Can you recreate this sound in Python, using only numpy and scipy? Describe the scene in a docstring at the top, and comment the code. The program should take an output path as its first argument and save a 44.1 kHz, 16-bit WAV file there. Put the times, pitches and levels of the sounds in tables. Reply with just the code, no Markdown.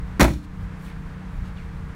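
"""Trunk slam beside an idling engine

A car's trunk lid is slammed once, close by, in an open lot: the latch clatters, the panels ring, the air booms.
These are bursts of coloured noise, decaying sines and one low sine, with a diffuse noise tail around them.
Wavering low tones make the engine, shaped noise the wind, the outdoor wash and a few soft scuffs.
The recorder's gain ducks under the slam, holds and recovers."""
import sys
import numpy as np
from scipy import signal
from scipy.fft import rfft, irfft
from scipy.io import wavfile
from scipy.ndimage import uniform_filter1d, minimum_filter1d

SR = 44100
rng = np.random.default_rng(int(sys.argv[2]) if len(sys.argv) > 2 else 0)


def master(y):
    """Save y as 16-bit WAV."""
    cut = np.clip(np.atleast_2d(y).T, -1, 1)
    pcm = np.round(cut * 32767)  # scale
    wavfile.write(sys.argv[1], SR, pcm.astype(np.int16))


N = 85995  # length in samples


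def amp(db):
    """Decibels to gain."""
    return 10 ** (np.asarray(db) / 20)


def unit(x):
    """Scales to an rms of one."""
    return x / np.sqrt(np.mean(abs(x) ** 2) + 1e-20)


def read(points, hz):
    """Reads a table on a log-frequency axis."""
    table_hz, value = np.transpose(points)
    return np.interp(np.log(hz + 1), np.log(table_hz), value)


def noise(colour, tilt_db=0):
    """Steady noise of rms one, shaped by a colour table and a tilt in dB per octave."""
    hz = np.fft.rfftfreq(N, 1 / SR)
    shape_db = read(colour, hz) + tilt_db * np.log2(hz + 1)
    white = rfft(rng.standard_normal(N))
    return unit(irfft(white * amp(shape_db), N))


def drift(width_hz):
    """Complex random motion of rms one, kept slow by a Gaussian lowpass."""
    hz = np.fft.fftfreq(N, 1 / SR)
    white = rng.standard_normal(N) + 1j * rng.standard_normal(N)
    return unit(np.fft.ifft(np.fft.fft(white) * np.exp(-(hz / width_hz) ** 2)))


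def since(start):
    """Seconds since a moment, zero before it."""
    return np.maximum(np.arange(N) / SR - start, 0)


def decay(t, t60):
    """Exponential fall by 60 dB in t60 seconds."""
    return np.exp(-np.log(1000) * t / t60)


def strike(start, rise, t60):
    """Quick rise and exponential decay."""
    t = since(start)
    return (1 - np.exp(-t / rise)) * decay(t, t60)


# Colour of the fan and distant traffic. Each row: frequency in Hz, relative density in dB per Hz.
WASH_COLOUR = [(30, -5.5), (200, 12), (300, 0.5), (380, 1), (650, -3), (950, 1), (1600, -0.5), (2300, -7),
               (2900, -13.5), (4200, -18), (5000, -21.5), (9000, -27.5), (15500, -39.5)]
WASH_DB = -45


def wash():
    """Fan and distant traffic blend into broad noise whose level barely wavers."""
    level_db = WASH_DB + 0.64 * drift(width_hz=9.9).real
    return amp(level_db) * noise(WASH_COLOUR)


# Colour of wind on the microphone. 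Each row: frequency in Hz, relative density in dB per Hz.
WIND_COLOUR = [(10, -15), (28, 2.5), (58, 5.5), (100, -4), (160, -9), (260, -25.5), (600, -61)]
# Strength of the wind over time. Each row: time in seconds, level in dB.
GUSTS = [(0, -32.5), (.08, -32.5), (.45, -38), (.62, -27.5), (.75, -42.5), (1.0, -31.5), (1.24, -41.5),
         (1.36, -28.5), (1.52, -35.5), (1.82, -32.5), (1.95, -40)]


def wind():
    """Turbulence buffets the microphone: low rumbling noise that swells and drops in lumps."""
    level_db = np.interp(since(0), *np.transpose(GUSTS))
    return amp(level_db) * noise(WIND_COLOUR)


# Low orders of the idling engine. Each row: frequency in Hz, rms level in dB before waver, waver as a share.
ENGINE_ORDERS = [(30.2, -47.5, 0.34), (60.7, -52.5, 0.44), (92.2, -46, 0.52), (121.5, -53, 0.55),
                 (153.2, -44, 0.39), (183.4, -41, 0.2), (276.8, -59, 0.48), (306.4, -59.5, 0.33),
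                 (457, -58.5, .25)]


def engine():
    """Firing and rotation hum at low orders, each wavering in strength and phase."""
    hum = np.zeros(N)
    for hz, db, waver in ENGINE_ORDERS:
        wobble = 1 + waver * drift(width_hz=8.3)
        tone = np.exp(2j * np.pi * (hz * since(0) + rng.random()))
        hum += amp(db) * np.sqrt(2) * (wobble * tone).real
    return hum


# Rubs of shoes and clothing.
# Each row: peak in seconds, rise in seconds, fall in seconds, level in dB, treble tilt in dB per octave.
SCUFFS = [(.085, 0.017, 0.034, -52, -9), (.437, .006, 0.016, -54, 5), (.868, 0.047, .025, -56.5, 10.5),
          (.89, 0.028, 0.035, -54.5, -2.5), (1.455, 0.0083, 0.046, -58, 2.5),
          (1.57, 0.011, 0.055, -55.5, -1)]
# Shared colour of the rubs, before tilt. Each row: frequency in Hz, relative density in dB per Hz.
SCUFF_COLOUR = [(600, -30), (2000, 10.5), (4200, 3), (5000, -3.5), (8500, -9), (15000, -23)]


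def scuffs():
    """Shoes and clothing rub softly: short noise swells made grainy by a fast level flutter."""
    t, out = since(0), np.zeros(N)
    for peak, rise, fall, db, tilt_db in SCUFFS:
        swell = np.exp(-((t - peak) / np.where(t < peak, rise, fall)) ** 2 / 2)
        level_db = db + 2.3 * drift(width_hz=160).real
        out += amp(level_db) * swell * noise(SCUFF_COLOUR, tilt_db)
    return out


# Swishes among the scuffs. Each row: start in seconds, length in seconds, level in dB.
SWISHES = [(0.852, 0.098, -54), (1.562, .11, -52)]
SWISH_FROM_HZ, SWISH_TO_HZ, SWISH_GLIDE_S, SWISH_WIDTH_HZ = 4700, 1990, .018, 190


def swishes():
    """A narrow noise resonance slides down in pitch as it swells and fades."""
    out = np.zeros(N)
    for start, length, db in SWISHES:
        t = since(start)
        hz = SWISH_TO_HZ + (SWISH_FROM_HZ - SWISH_TO_HZ) * np.exp(-t / SWISH_GLIDE_S)
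        swell = np.sin(np.pi * np.sqrt(np.minimum(t / length, 1)))
        carrier = np.exp(2j * np.pi * np.cumsum(hz) / SR)
        out += amp(db) * swell * (drift(SWISH_WIDTH_HZ) * carrier).real
    return out


# Decay of the scatter from cars and ground. Each row: frequency in Hz, t60 in seconds.
LOT_T60 = [(100, 0.4352), (1000, 0.1974), (4000, 0.4), (15000, 0.32)]
# Colour of the scatter. Each row: frequency in Hz, relative density in dB per Hz.
LOT_COLOUR = [(100, 5.5), (1000, -7), (3000, -3), (15000, -1.5)]
LOT_DB, LOT_DELAY_S, LOT_BUILD_S = -13.5, 0.0066, 0.016


def lot(x):
    """Cars and ground scatter the sound into a short diffuse tail, each band dying at its own speed."""
    hz, t, bands = signal.stft(noise(LOT_COLOUR), SR, nperseg=256)
    fading = bands * decay(t, read(LOT_T60, hz)[:, None])
    tail = signal.istft(fading, SR)[1][:N]
    tail = tail * (1 - np.exp(-since(LOT_DELAY_S) / LOT_BUILD_S))
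    return amp(LOT_DB) * signal.fftconvolve(x, tail / np.linalg.norm(tail))[:N]


BOOM_S, BOOM_HZ, BOOM_DB, BOOM_RISE_S, BOOM_T60_S = .2205, 61.9, 1.5, 0.0034, 0.15


def boom():
    """The seal closes and the air trapped in the trunk swings for a few cycles."""
    swing = np.sin(2 * np.pi * BOOM_HZ * since(BOOM_S))
    return amp(BOOM_DB) * strike(BOOM_S, BOOM_RISE_S, BOOM_T60_S) * swing


# Ringing modes of lid and body. Each row: frequency in Hz, level in dB relative to RING_DB, t60 in seconds.
LID_MODES = [(112.8, -12.5, 0.41), (150.4, -14.5, 0.38), (187.5, -9.5, 0.15), (211.2, -12.5, 0.33),
             (265.7, -11.5, 0.29), (298.5, -16, 0.46), (327.3, -14.5, 0.37), (526.3, -14, 0.21),
             (563, -24.5, .25), (753, -26.5, 0.26), (824, -20.5, 0.21), (963, -15, .22), (1316, -40, .17),
             (1518, -20, 0.18)]
LAND_S, RING_DB, RING_RISE_S = .2035, 2.5, 0.0093


def ring():
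    """The lid's strongest modes ring on after it lands, each a decaying sine."""
    out = np.zeros(N)
    for hz, db, t60 in LID_MODES:
        tone = np.sin(2 * np.pi * (hz * since(LAND_S) + rng.random()))
        out += amp(db) * strike(LAND_S, RING_RISE_S, t60) * tone
    return amp(RING_DB) * out


# Latch contact, lid landing and rebounds. Each row: start in seconds,
# latch crack in dB relative to LATCH_DB, panel clank in dB relative to PANEL_DB.
BLOWS = [(0.1961, -7.5, -14.5), (0.2023, -6, -6), (0.2073, 3, -5.5), (0.2116, 1.5, 0), (0.2174, -6, -5.5),
         (0.2224, -2.5, -4), (.229, 2, -4.5), (0.2418, -2.5, -5), (.249, -31, -4.5), (0.278, -27, -12.5),
         (.304, -34, -20), (.336, -22.5, -38)]
# Colour of the steel latch. Each row: frequency in Hz, relative density in dB per Hz.
LATCH_COLOUR = [(300, -29), (1200, 10.5), (2300, 5.5), (2900, -0.5), (4400, 2.5), (5000, -9.5), (5600, 1.5),
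                (8000, -4.5), (12000, -8.5), (16000, -11)]
# Colour of the lid's panels. Each row: frequency in Hz, relative density in dB per Hz.
PANEL_COLOUR = [(80, -25.5), (190, 7.5), (330, 3.5), (430, -12), (540, -2.5), (680, -5.5), (850, -7.5),
                (1400, -12.5), (2300, -15), (2900, -23), (8000, -37)]
LATCH_DB, LATCH_T60_S, PANEL_DB, PANEL_T60_S = -11.5, .035, -0.5, 0.066


def clatter():
    """Each blow cracks the latch and shakes the dense, well-damped modes of the panels."""
    out = np.zeros(N)
    for start, latch_db, panel_db in BLOWS:
        crack = noise(LATCH_COLOUR) * strike(start, .0003, LATCH_T60_S)
        clank = noise(PANEL_COLOUR) * strike(start, .001, PANEL_T60_S)
        out += amp(LATCH_DB + latch_db) * crack + amp(PANEL_DB + panel_db) * clank
    return out


def scene():
    """The slam and its scatter over the idling lot."""
    background = wash() + wind() + engine()
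    slam = boom() + ring() + clatter()
    return (background + scuffs() + swishes() + lot(slam) + slam)[None]


LIMIT_DB, HOLD_S, RECOVER_DB_PER_S = -7.5, 0.17, 27.5
CEILING, EDGE_HZ = 0.73, 15850  # ceiling as a share of full scale


def record(dry):
    """Gain control ducks, holds and recovers; peaks are rounded off; then the band limit."""
    power = uniform_filter1d(dry[0] ** 2, size=220)
    power_db = 10 * np.log10(abs(power) + 1e-12)
    over_db = np.maximum(power_db - LIMIT_DB, 0)
    # Adding the ramp, keeping the peak and removing the ramp gives a straight fall in dB.
    fall_db = since(0) * RECOVER_DB_PER_S
    released_db = np.maximum.accumulate(over_db + fall_db) - fall_db
    # The largest reduction over the past hold time.
    half_hold = int(HOLD_S * SR) // 2
    held_db = -minimum_filter1d(-released_db, 2 * half_hold + 1, origin=half_hold, mode="nearest")
    ducked = dry * amp(-uniform_filter1d(held_db, size=90))
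    rounded = ducked / (1 + (ducked / CEILING) ** 6) ** (1 / 6)
    lowpass = signal.firwin(511, EDGE_HZ, window=("kaiser", 9), fs=SR)
    return signal.oaconvolve(rounded, lowpass[None], "same")


dry = scene()
out = record(dry)
master(out)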